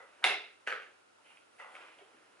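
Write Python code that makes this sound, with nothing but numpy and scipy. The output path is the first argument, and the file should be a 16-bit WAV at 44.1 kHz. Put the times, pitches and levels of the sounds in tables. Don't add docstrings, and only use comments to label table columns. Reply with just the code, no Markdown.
import sys
import numpy as np
from scipy import signal
from scipy.fft import rfft, irfft, next_fast_len
from scipy.io import wavfile
from scipy.ndimage import uniform_filter1d

SR = 44100
rng = np.random.default_rng(int(sys.argv[2]) if len(sys.argv) > 2 else 0)


def unload_wav(signal):
    wavfile.write(
        sys.argv[1],
        SR,
        np.round(np.clip(np.atleast_2d(signal).T, -1, 1) * 32767).astype(np.int16),
    )


def gain_from_decibels(decibels):
    exponent = np.asarray(decibels, float) / 20
    return 10 ** exponent


N = 105840


def unit(x):
    return x / np.sqrt(np.mean(x ** 2) + 1e-20)


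def along(points, hz):
    f, v = np.transpose(points)
    return np.interp(np.log(hz + 1), np.log(f + 1), v)


def level_over_time(points):
    s, level_db = np.transpose(points)
    return gain_from_decibels(np.interp(np.arange(N) / SR, s, level_db))


def filtered(x, response):
    m = next_fast_len(x.shape[-1] + 8192)
    spectrum = rfft(x, m) * response(np.fft.rfftfreq(m, 1 / SR))
    return irfft(spectrum, m)[..., :x.shape[-1]]


def lead(points, hz):
    return np.exp(np.outer([.5j, -.5j], along(points, hz)))


def pair(spectrum, alike, size):
    def response(hz):
        turn = np.arccos(np.clip(along(alike, hz), -1, 1)) / 2
        return gain_from_decibels(along(spectrum, hz)) * np.array([np.cos(turn), np.sin(turn)])
    mid, side = filtered(rng.standard_normal((2, size)), response)
    return unit(np.array([mid + side, mid - side]))


# (frequency [Hz], level [dB])
HISS = [(30, -72.5), (70, -30), (110, -26), (350, -7.5), (700, -8.5), (1000, -9.5), (1900, -14.5),
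        (10700, -27.5)]
# (frequency [Hz], correlation)
HISS_ALIKE = [(100, 0.36), (250, 0.59), (700, 0.41), (1400, 0.22), (3000, 0.49), (4500, 0.092), (10000, 1)]
# (frequency [Hz], left lead [radians])
HISS_LEAD = [(200, 0), (500, 3.04), (1400, 1.7), (2500, 1.09)]
# (frequency [Hz], width [Hz], level [dB])
DRONE = [(416, 100, 0.5), (1390, 310, 7.5), (2700, 600, 3.5)]
# (frequency [Hz], level [dB])
HUM = [(100, -93)]


def background():
    t = np.arange(N) / SR
    hum = sum(np.sqrt(2) * gain_from_decibels(db) * np.sin(2 * np.pi * hz * t) for hz, db in HUM)

    def colour(hz):
        bands_db = sum(db * np.exp(-(2 * (hz - c) / width) ** 2) for c, width, db in DRONE)
        return gain_from_decibels(bands_db) * lead(HISS_LEAD, hz)
    hiss_db = -66.5
    return gain_from_decibels(hiss_db) * filtered(pair(HISS, HISS_ALIKE, size=N), colour) + hum


# (frequency [Hz], time [s])
ROOM = [(150, 0.25), (400, 0.48), (1000, 0.27), (1380, 0.41), (2400, 0.42), (4700, 0.41), (7300, 0.29),
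        (11000, 0.2)]
# (frequency [Hz], level [dB])
ROOM_COLOUR = [(200, -5), (500, 2), (1200, 0), (2500, -5), (4000, 0.5), (5200, 3.5), (8000, 1.5),
               (11000, 4.5)]
# (frequency [Hz], correlation)
ROOM_ALIKE = [(170, 1), (350, 0.85), (700, 0.73), (1400, 0.63), (3000, 0.52), (4500, 0.18), (7000, 0.15),
              (10500, 0.84)]


def room_tail():
    gap_s, build_s = 0.00033, 0.0068
    hz, t, z = signal.stft(pair(ROOM_COLOUR, ROOM_ALIKE, size=SR // 2), SR, nperseg=128)
    decay_s = np.clip(along(ROOM, hz), .05, 2)[:, None]
    tail = signal.istft(z * gain_from_decibels(-60 * t / decay_s), SR, nperseg=128)[1]
    t = np.arange(tail.shape[1]) / SR
    tail = tail * (1 - np.exp(-np.maximum(t - gap_s, 0) / build_s))
    return tail / np.sqrt(np.sum(tail ** 2) / 2)


def in_room(x, wet_db):
    return gain_from_decibels(wet_db) * signal.fftconvolve(x[None], room_tail(), axes=1)


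# (time [s], level [dB])
SWISH = [(0, -77.5), (1.18, -84.5), (1.3, -70), (1.4, -74.5), (1.5, -81), (1.58, -70.5), (1.68, -74),
         (1.74, -67.5), (1.8, -75), (1.95, -76), (2.4, -80)]
# (frequency [Hz], level [dB])
SLEEVE = [(2500, -32.5), (4500, -10), (7000, -11), (9500, -1.5), (11500, -2)]
# (frequency [Hz], correlation)
SLEEVE_ALIKE = [(4500, 0.35), (10000, 1)]


def sleeve():
    return pair(SLEEVE, SLEEVE_ALIKE, size=N) * level_over_time(SWISH)


# (time [s], level [dB])
RUB = [(0, -63.5), (0.151, -62.5), (.24, -60), (.6, -72), (.9, -64), (1.1, -79), (1.221, -72),
       (1.299, -67.5), (1.441, -74), (1.569, -67), (1.6, -74.5), (1.74, -54), (1.8, -55.5), (1.949, -64),
       (2.15, -64), (2.4, -68)]
# (frequency [Hz], level [dB])
CLOTH = [(120, -36.5), (250, -14), (450, -4.5), (850, -8), (1400, -5.5), (2700, -10), (4500, -26),
         (11000, -32.5)]


def rubbing():
    grain_db, rub_db, wet_db = 2.2, -3, -5
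    unevenness = unit(uniform_filter1d(rng.standard_normal(N), size=130))
    grains = rng.standard_normal(N) * gain_from_decibels(grain_db * unevenness)
    cloth = unit(filtered(grains, lambda hz: gain_from_decibels(along(CLOTH, hz))))
    direct = cloth * gain_from_decibels(rub_db) * level_over_time(RUB)
    return direct + in_room(direct, wet_db)[:, :N]


def add(track, start, sound):
    cut = max(-start, 0)
    part = sound[:, cut:cut + N - start - cut]
    track[:, start + cut:start + cut + part.shape[1]] += part


def struck(body, spot_hz, skid_s):
    focus_db, focus_octaves, skid_share = 10, 0.29, 0.19
    fizz_hz, fizz_s = 4200, 0.0074
    t = np.arange(2048) / SR

    def ring(f, high):
        total = 0 * f
        for k, (c, width, db) in enumerate(body):
            if (c > fizz_hz) == high:
                focus = focus_db * np.exp(-(np.log2(c / spot_hz) / focus_octaves) ** 2)
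                resonance = 1j * f * width / (c * c - f * f + 1j * f * width)
                total = total + gain_from_decibels(db + focus) * resonance ** 2 * (-1) ** k
        return total
    skid = rng.standard_normal(len(t)) * gain_from_decibels(-60 * t / skid_s)
    skid = (t == 0) + skid_share * skid
    fizz = rng.standard_normal(len(t)) * gain_from_decibels(-60 * t / fizz_s)
    low = filtered(skid / np.linalg.norm(skid), lambda f: ring(f, False))
    high = filtered(fizz / np.linalg.norm(fizz), lambda f: ring(f, True))
    return (low + high) / np.abs(low + high).max()


def contacts(table, body, wet_db, skid_s):
    room_db = 8
    out = np.zeros((2, N))
    for s, db, spot_hz in table:
        knock = gain_from_decibels(db) * struck(body, spot_hz, skid_s)
        heard = in_room(knock, room_db + wet_db)
        heard[:, :len(knock)] += knock
        add(out, round(s * SR), heard)
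    return out


# (time [s], level [dB], pitch [Hz])
PUSHES = [
    (.2425, -62.5, 90),
    (.674, -72, 40),
    (.72, -83, 40),
]
# (frequency [Hz], width [Hz], level [dB])
FLOOR_BODY = [(40, 60, -8), (90, 90, -1), (230, 150, 1.5)]


def floor_pushes():
    return contacts(PUSHES, FLOOR_BODY, wet_db=-16, skid_s=0.004)


# (time [s], level [dB], pitch [Hz])
PATS = [
    (.2185, -54, 700),
    (2.0145, -52.5, 480),
    (2.0215, -51.5, 420),
    (2.027, -58, 420),
]
# (frequency [Hz], width [Hz], level [dB])
PAT_BODY = [(420, 140, -5.5), (700, 200, -13)]


def pats():
    return contacts(PATS, PAT_BODY, wet_db=-15.5, skid_s=0.0038)


# (time [s], level [dB], pitch [Hz])
THUDS = [(.262, -36.5, 420), (.29, -45, 300), (.297, -38, 420), (.323, -49, 700), (.674, -46.5, 420),
         (.69, -57, 420), (.72, -51, 420), (.74, -56, 420), (1.991, -55.5, 700), (2.118, -63.5, 420),
         (2.145, -59, 300)]
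# (frequency [Hz], width [Hz], level [dB])
THUD_BODY = [(300, 380, -7.5), (420, 68, -6), (700, 350, -2)]


def thuds():
    return contacts(THUDS, THUD_BODY, wet_db=-2.5, skid_s=0.0048)


# (time [s], level [dB], pitch [Hz])
CREAKS = [(.2255, -40, 1400), (.233, -65, 2000), (.663, -56.5, 2800), (.667, -41.5, 2000),
          (1.581, -57, 5500), (1.587, -50.5, 3200), (1.245, -59.5, 2800), (1.29, -58, 2800),
          (1.748, -53, 2000), (1.80, -55, 2600), (1.86, -54.5, 2600), (1.91, -60, 2600), (1.982, -59, 3200)]
# (frequency [Hz], width [Hz], level [dB])
CREAK_BODY = [(700, 1000, 0.5), (1400, 1000, 2.5), (2100, 1200, 5.5), (2700, 950, 4), (5500, 4000, -21)]


def creaks():
    return contacts(CREAKS, CREAK_BODY, wet_db=8.0, skid_s=0.045)


# (time [s], level [dB], pitch [Hz])
TICKS = [
    (1.265, -54, 2100),
    (1.3722, -45.5, 2600),
    (1.381, -54, 2600),
    (1.7525, -37, 2100),
    (1.758, -45, 2100),
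    (1.765, -41.5, 2600),
    (1.774, -51, 2100),
    (1.807, -57, 1200),
    (1.9875, -48.5, 3200),
    (2.3625, -63, 1200),
]
# (frequency [Hz], width [Hz], level [dB])
TICK_BODY = [(618, 350, -13), (1200, 600, -4.5), (2100, 610, -0.5), (2600, 420, -1), (3200, 430, -2.5),
             (9620, 6400, -31)]


def ticks():
    return contacts(TICKS, TICK_BODY, wet_db=-7.5, skid_s=0.0032)


# (time [s], level [dB], pitch [Hz])
JOINTS = [(-.06, -35.5, 1340), (-.04, -41, 2000), (-.03, -43, 850), (.004, -42.5, 500), (1.176, -80, 2500),
          (1.184, -55.5, 850), (1.305, -53.5, 850), (1.593, -52, 2000), (1.5988, -37.5, 1620),
          (1.6002, -41, 1340), (1.6045, -39.5, 1720), (1.6115, -49, 1340), (1.633, -46, 2000),
          (1.6445, -42, 1200), (1.647, -43, 980), (1.661, -53, 1710), (1.689, -43.5, 1010),
          (1.7535, -45, 1200), (1.768, -44, 1340), (1.79, -49, 810), (1.826, -44, 1340), (1.885, -54, 500)]
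# (frequency [Hz], width [Hz], level [dB])
JOINT_BODY = [(520, 210, -13.5), (850, 330, -10), (1340, 450, -6), (2000, 240, -5), (2600, 230, -17),
              (3380, 700, -24), (7500, 10000, -40.5)]


def joints():
    return contacts(JOINTS, JOINT_BODY, wet_db=-3.5, skid_s=0.0035)


# (time [s], level [dB], pitch [Hz])
SETTLE = [
    (.7183, -26.5, 2000),
    (.7243, -24.5, 1300),
    (.7255, -28, 2870),
    (.7335, -30, 1530),
    (.741, -38, 1300),
    (.752, -37, 1300),
    (.760, -45, 1660),
    (.771, -42, 1600),
]
# (frequency [Hz], width [Hz], level [dB])
SETTLE_BODY = [(500, 224, -1), (1300, 380, -3), (1660, 350, -0.5), (2200, 400, -3), (2870, 830, -10.5),
               (6500, 11000, -34)]


def settling():
    return contacts(SETTLE, SETTLE_BODY, wet_db=-7.0, skid_s=0.0024)


# (time [s], level [dB], pitch [Hz])
SECOND = [(.6731, -24.5, 2500), (.675, -21.5, 1600), (.679, -28.5, 2770), (.6825, -25.5, 1740),
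          (.6865, -30, 1770), (.698, -38, 1600), (.7055, -32.5, 2800), (.800, -41, 2450), (.811, -44, 1600),
          (.821, -43, 2430), (.832, -44.5, 2800), (.845, -59, 1710)]
# (frequency [Hz], width [Hz], level [dB])
SECOND_BODY = [(480, 260, -8), (850, 280, -4), (1257, 190, -2.5), (1600, 550, -2.5), (2460, 890, -7),
               (2800, 930, -6), (4220, 1100, -21), (6400, 550, -26.5), (9940, 10000, -31.5)]


def second_catch():
    return contacts(SECOND, SECOND_BODY, wet_db=-6.5, skid_s=0.0025)


# (time [s], level [dB], pitch [Hz])
FIRST = [(.2396, -22.5, 2997), (.2412, -9, 3740), (.2426, -10.5, 2200), (.2441, -33, 2700),
         (.2466, -14.5, 800), (.2485, -14.5, 2200), (.2505, -19, 2200), (.2595, -27.5, 2200),
         (.2735, -21.5, 2674), (.2855, -21, 2700), (.2925, -24.5, 2200), (.2985, -22.5, 2700),
         (.3075, -24, 2200), (.318, -30.5, 2680), (.325, -30.5, 2200), (.335, -33, 2200), (.385, -37, 2700)]
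# (frequency [Hz], width [Hz], level [dB])
FIRST_BODY = [(464, 480, -8.5), (761, 290, -4.5), (1310, 1020, -1), (2184, 530, 0.5), (2704, 440, 4),
              (3540, 900, -6), (4685, 1100, -13.5), (7550, 7100, -26.5), (11140, 1800, -24), (749, 27, -7),
              (2673, 38, 1.5), (2141, 71, -2)]


def first_catch():
    return contacts(FIRST, FIRST_BODY, wet_db=-5.0, skid_s=0.0025)


def scene():
    low_cut_hz = 130
    frame = pats() + thuds() + creaks() + ticks() + joints() + settling() + second_catch() + first_catch()
    frame = filtered(frame, lambda hz: (1j * hz / (low_cut_hz + 1j * hz)) ** 2)
    return background() + sleeve() + rubbing() + floor_pushes() + frame


def top_cut(x):
    return signal.sosfilt(signal.butter(12, 11730, fs=SR, output="sos"), x)


# (frequency [Hz], level [dB])
RIGHT_DB = [(300, 0.5), (700, 0), (1400, 0.5), (2800, 2.5), (6000, 2), (10000, 3)]
# (frequency [Hz], lead [radians])
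LEFT_LEADS = [(60, .2), (350, 0.49), (700, 0.96), (2400, 1), (3200, 0.82), (8000, 0.23)]


def record(dry):
    top_hz, above_top_db = 11010, -64.5

    def camera(hz):
        ports = gain_from_decibels(np.outer([-.5, .5], along(RIGHT_DB, hz))) * lead(LEFT_LEADS, hz)
        return ports * gain_from_decibels(above_top_db * np.clip((hz - top_hz) / 900, 0, 1))
    return top_cut(filtered(dry, camera))


dry = scene()
out = record(dry)
unload_wav(out)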